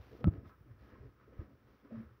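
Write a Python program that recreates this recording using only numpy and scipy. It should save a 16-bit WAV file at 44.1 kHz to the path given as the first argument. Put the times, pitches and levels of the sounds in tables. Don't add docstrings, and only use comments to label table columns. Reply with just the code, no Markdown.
import sys
import numpy as np
from scipy import signal
from scipy.fft import rfft, irfft
from scipy.io import wavfile
from scipy.ndimage import uniform_filter1d

SR = 44100
rng = np.random.default_rng(int(sys.argv[2]) if len(sys.argv) > 2 else 0)


def dump_mix(stems):
    frames = np.atleast_2d(stems).T
    limited = np.clip(frames, -1, 1)
    pcm = np.round(limited * 32767).astype(np.int16)
    wavfile.write(sys.argv[1], SR, pcm)


N = 97020
T = np.arange(N) / SR

# start in seconds, level in dB.
KNOCKS = [(0.243, 0.5), (.2566, -28), (.2717, -19.5), (0.2773, -21), (0.338, -24), (.496, -32)]
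# frequency in Hz, level in dB relative to the knock, T60 in seconds.
CHURN_MODES = [(490, -50, 0.072), (595, -45.5, 0.077), (692, -49.5, .07), (832, -53.5, .05),
               (1170, -47, .025), (1300, -43.5, .09), (1420, -58, 0.067)]
# start in seconds, pitch in Hz, peak level in dB,
# time to the peak in seconds.
GULPS = [(0, 80, -46, 0.0044), (0.126, 108.4, -54.5, .010), (0.2426, 138, -24.5, 0.0039),
         (.2517, 157.8, -22.5, 0.0072), (0.269, 152, -15.5, 0.0045), (.2705, 306, -26, 0.0058),
         (0.2775, 87.5, -16, 0.0061), (0.3305, 111.5, -49.5, .012), (0.378, 98, -40.5, .0068),
         (0.453, 88.5, -50.5, 0.013), (0.52, 85, -60.5, 0.0064), (0.6016, 123.4, -51.5, .010),
         (0.6564, 120.5, -56, 0.022), (.704, 100.4, -49, 0.01), (0.933, 74.6, -51, 0.0045),
         (1.001, 74, -45, 0.0094), (1.0359, 119.4, -49, 0.016), (1.3912, 80.5, -32, 0.005),
         (1.416, 72, -43, 0.0057), (1.539, 71.7, -58.5, 0.0075), (1.962, 117, -44.5, 0.018),
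         (2.05, 79, -55.5, 0.011)]
# start in seconds, initial pitch in Hz, peak level in dB.
BUBBLE_TONES = [(.125, 445, -50.5), (.207, 470, -49.5), (.355, 343, -46.5), (.430, 235, -52),
                (.660, 304, -59.5), (0.934, 316, -55.5), (0.954, 1054, -61.5), (1.026, 402, -53.5),
                (1.055, 415, -56.5), (1.275, 415, -54), (1.322, 490, -57), (1.403, 326, -47),
                (1.487, 292, -59.5), (1.848, 285, -58.5), (1.9075, 590, -52), (1.94, 595, -54)]
# time of the peak in seconds, rise time from 1/e of peak power in seconds,
# gurgle level in dB, froth level in dB.
SURGES = [(0.146, .022, -56.5, -75), (0.242, 0.034, -52.5, -71), (0.357, .036, -54, -69),
          (0.456, 0.01, -60, -68), (0.509, 0.021, -67, -74), (0.71, 0.028, -73, -74.5),
          (0.841, .040, -66, -73), (0.939, 0.048, -61.5, -69), (1.04, 0.043, -65, -72.5),
          (1.225, 0.028, -69, -74), (1.29, 0.017, -62.5, -78.5), (1.338, 0.017, -63, -72.5),
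          (1.406, 0.033, -57.5, -67.5), (1.501, 0.041, -65, -80.5), (1.7, 0.057, -69, -77.5),
          (1.858, 0.019, -61, -74.5), (1.924, 0.0093, -51, -73.5), (1.974, 0.051, -58.5, -66.5),
          (2.11, 0.061, -75, -80)]
# centre in Hz, width in Hz, relative level in dB.
GURGLE_MODES = [(220.6, 29, 4), (279.7, 18, 5), (350.4, 40, -1), (415, 22, -3), (485.6, 23, -2.5),
                (595, 10, -7)]
FROTH_MODES = [(1085, 60, -3), (1281, 45, 6), (1450, 110, -10), (1680, 390, -3.5), (2200, 500, -30)]
# centre in Hz, width in Hz, relative level in dB.
SCRAPE_MODES = [(1030, 50, -8), (1150, 35, -5), (1292, 35, 0), (1437, 40, -9)]
# frequency in Hz, relative level in dB.
SLAP_SPECTRUM = [(200, -24), (500, 6.5), (700, -1.5), (950, -7.5), (2000, -28.5), (4000, -44), (8000, -69)]
SPRAY_SPECTRUM = [(500, -2), (1000, 5.5), (2000, -10), (3000, -4), (4500, -4.5), (5600, -2), (6600, -33.5),
                  (15000, -25.5)]
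RUB_SPECTRUM = [(100, -5.5), (400, 5.5), (900, 0.5), (1600, -1.5), (3000, -9.5), (4300, -14), (5600, -15),
                (6600, -26), (8000, -37), (15000, -21)]
SWIRL_SPECTRUM = [(20, -30), (40, -11.5), (60, 4), (90, -5), (122, 5), (155, -20.5), (280, -13.5),
                  (600, -22.5), (2000, -65.5)]
AIR_SPECTRUM = [(30, -3.5), (100, -4.5), (300, 1.5), (700, -12.5), (1300, -3.5), (2500, -17), (4300, -25.5),
                (5600, -23.5), (6500, -33), (8000, -37.5), (10000, -34.5), (13500, -32), (14800, -25),
                (16000, -16)]
HISS_SPECTRUM = [(5000, -35), (8000, -24), (10000, -10.5), (13600, -14.5), (14800, -0.5), (16000, 2)]
# start in seconds, length in seconds, level in dB.
RUBS = [(0, .216, -66.5), (0.462, 0.043, -69), (0.786, .13, -72), (1.668, 0.16, -76.5)]
# start in seconds, decay time in seconds, level in dB.
SCRAPES = [(.2695, .016, -53.5), (.455, 0.011, -65), (.492, 0.044, -61), (1.196, .056, -68.5),
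           (1.843, 0.066, -70.5), (1.945, 0.052, -69), (2.087, 0.033, -69.5)]
# time in seconds, level in dB.
SWIRL_LEVEL = [(0, -55.5), (.05, -63.5), (.21, -57.5), (.34, -54), (.55, -69), (.63, -59.5), (.77, -62.5),
               (.86, -60), (.91, -66.5), (1.06, -56.5), (1.17, -69), (1.42, -62.5), (1.6, -65.5),
               (1.74, -64), (1.81, -77), (1.95, -59), (2.2, -69)]
HISS_LEVEL = [(0, -100), (.3, -79), (.42, -92), (.49, -78.5), (.6, -83.5), (.75, -88), (1.2, -104),
              (1.42, -84), (1.62, -104), (1.9, -102.5), (2.02, -79), (2.2, -100)]

TICK_DB, TICK_TOP_HZ, TICK_HZ, TICK_WIDTH_HZ = -29, 3870, 694, 500
SNAP_DB, SNAP_DECAY_S = -61, 0.00092
SPLASH_FROTH_DB, SPLASH_SLAP_DB = -56.5, -35.5
BUBBLE_PEAK_S, BUBBLE_GLIDE_PER_S = 0.0067, 0.9
SURGE_TAIL = 1.12
BUBBLES_PER_S, FROTH_PER_S = 1400, 3500
SPRAY_DB = -16.5
RUB_EDGE_S, SCRAPE_ATTACK_S = 0.02, 0.005
HOOT_S, HOOT_ATTACK_S, HOOT_HOLD_S, HOOT_RELEASE_S = 1.912, 0.016, 0.091, 0.018
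HOOT_HZ, HOOT_SAG_HZ_PER_S = 227, 28
HOOT_DB, HOOT_FADE_DB_PER_S, HOOT_ROUGH = -43.5, 50, 0.18
ROOM_T60_S, ROOM_DB, AIR_DB = 0.42, -29, -72.5
LOW_CUT_HZ, TOP_HZ = 27, 15600


def undb(db):
    return 10 ** (np.asarray(db) / 20)


def unit(x):
    return x / np.sqrt(np.mean(x ** 2) + 1e-30)


def curve(rows):
    times, db = np.array(rows).T
    return undb(np.interp(T, times, db))


def colour(x, points):
    hz, db = np.array(points).T
    f = np.maximum(np.fft.rfftfreq(N, 1 / SR), 1)
    gain = undb(np.interp(np.log(f), np.log(hz), db))
    return unit(irfft(rfft(x) * gain, N))


def resonate(x, hz, width):
    return signal.lfilter(*signal.iirpeak(hz, hz / width, fs=SR), x)


def lowpass(x, hz, order=2):
    return signal.sosfilt(signal.butter(order, min(hz, SR / 2 - 1), fs=SR, output="sos"), x)


def walk(rate):
    hold = int(SR / rate)
    steps = np.repeat(rng.standard_normal(N)[:N // hold + 1], hold)
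    return unit(uniform_filter1d(steps, hold)[:N])


def add(out, start, sound):
    i = max(int(start * SR), 0)
    out[i:i + len(sound)] += sound[:max(N - i, 0)]


def pops(rate, spread_db):
    present = rng.random(N) < rate / SR
    sign = np.sign(rng.standard_normal(N))
    return present * sign * undb(spread_db * rng.standard_normal(N))


def tube(x, modes):
    return unit(sum(undb(db) * resonate(x, hz, width) for hz, width, db in modes))


def knock():
    t, out = T[:SR // 2], np.zeros(N)
    ring = sum(undb(db - 60 * t / t60) * np.sin(2 * np.pi * hz * t) for hz, db, t60 in CHURN_MODES)
    impulse = 1. * (t == 0)
    tick = lowpass(resonate(impulse, TICK_HZ, TICK_WIDTH_HZ), TICK_TOP_HZ, order=4)
    tick = undb(TICK_DB) * tick / np.abs(tick).max()
    snap = undb(SNAP_DB) * rng.standard_normal(len(t)) * np.exp(-t / SNAP_DECAY_S)
    for start, db in KNOCKS:
        add(out, start, undb(db) * (ring + tick + snap))
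    return out


def pocket(hz, rise, glide):
    t = T[:SR // 5]
    swell = (t / rise * np.exp(1 - t / rise)) ** 2
    cycles = hz * t * (1 + glide / 2 * t)
    return swell, -swell * np.sin(2 * np.pi * cycles)


def gulps():
    out, splash = np.zeros(N), np.zeros(N)
    for start, hz, db, rise in GULPS:
        swell, sound = pocket(hz, rise, glide=0)
        add(out, start, undb(db) * sound)
        add(splash, start, undb(db) * swell)
    froth = lowpass(tube(pops(FROTH_PER_S, spread_db=3.5), FROTH_MODES), hz=2400)
    slap = colour(pops(FROTH_PER_S, spread_db=6.5), SLAP_SPECTRUM)
    return out + splash * (undb(SPLASH_FROTH_DB) * froth + undb(SPLASH_SLAP_DB) * slap)


def bubble_tones():
    out = np.zeros(N)
    for start, hz, db in BUBBLE_TONES:
        _, sound = pocket(hz, BUBBLE_PEAK_S, BUBBLE_GLIDE_PER_S)
        add(out, start, undb(db) * sound)
    return out


def surges():
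    gurgle_power, froth_power = np.zeros(N), np.zeros(N)
    for peak, rise, gurgle_db, froth_db in SURGES:
        swell = np.exp(-((T - peak) / np.where(T < peak, rise, rise * SURGE_TAIL)) ** 2)
        gurgle_power += swell * undb(gurgle_db) ** 2
        froth_power += swell * undb(froth_db) ** 2
    bubbles = tube(pops(BUBBLES_PER_S, spread_db=1.5), GURGLE_MODES)
    bubbles = unit(lowpass(bubbles, hz=650, order=4))
    bursts = pops(FROTH_PER_S, spread_db=2.5)
    froth = unit(lowpass(tube(bursts, FROTH_MODES), hz=2610, order=4))
    spray = undb(SPRAY_DB) * colour(bursts, SPRAY_SPECTRUM)
    return np.sqrt(gurgle_power) * bubbles + np.sqrt(froth_power) * (froth + spray)


def swirl():
    return curve(SWIRL_LEVEL) * colour(rng.standard_normal(N), SWIRL_SPECTRUM)


def rubs():
    slide = np.zeros(N)
    for start, length, db in RUBS:
        inside = np.minimum(T - start, start + length - T)
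        slide += undb(db) * np.clip(inside / RUB_EDGE_S + .5, 0, 1)
    return slide * colour(pops(5500, spread_db=4.5), RUB_SPECTRUM)


def scrapes():
    level = np.zeros(N)
    for start, decay, db in SCRAPES:
        t = np.maximum(T - start, 0)
        level += undb(db) * np.minimum(t / SCRAPE_ATTACK_S, 1) * np.exp(-t / decay)
    wall = tube(pops(5000, spread_db=2), SCRAPE_MODES)
    return level * unit(resonate(wall, hz=1230, width=900))


def hoot():
    t = np.maximum(T - HOOT_S, 0)
    release = np.maximum(t - HOOT_ATTACK_S - HOOT_HOLD_S, 0)
    swell = np.minimum(t / HOOT_ATTACK_S, 1) * np.exp(-release / HOOT_RELEASE_S)
    level = undb(HOOT_DB - HOOT_FADE_DB_PER_S * t) * swell * (1 + HOOT_ROUGH * walk(110))
    hz = (HOOT_HZ - HOOT_SAG_HZ_PER_S * t) * (1 + 0.012 * walk(90))
    tone = np.sqrt(2) * np.sin(2 * np.pi * np.cumsum(hz) / SR)
    return level * tone


def kitchen(x):
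    tail = lowpass(rng.standard_normal(N), hz=2360) * undb(-60 * T / ROOM_T60_S)
    tail *= np.minimum(T / 0.0083, 1)
    tail /= np.sqrt(np.sum(tail ** 2))
    return x + undb(ROOM_DB) * signal.fftconvolve(x, tail)[:N]


def background():
    air = undb(AIR_DB) * colour(rng.standard_normal(N), AIR_SPECTRUM)
    hiss = curve(HISS_LEVEL) * colour(rng.standard_normal(N), HISS_SPECTRUM)
    return air + hiss


def scene():
    churn = knock() + gulps() + bubble_tones() + surges() + swirl() + rubs() + scrapes() + hoot()
    return (kitchen(churn) + background())[None]


def record(dry):
    high_pass = signal.butter(2, LOW_CUT_HZ, "high", fs=SR, output="sos")
    thinned = signal.sosfiltfilt(high_pass, dry)
    return signal.sosfilt(signal.ellip(10, .2, 70, TOP_HZ, fs=SR, output="sos"), thinned)


dry = scene()
out = record(dry)
dump_mix(out)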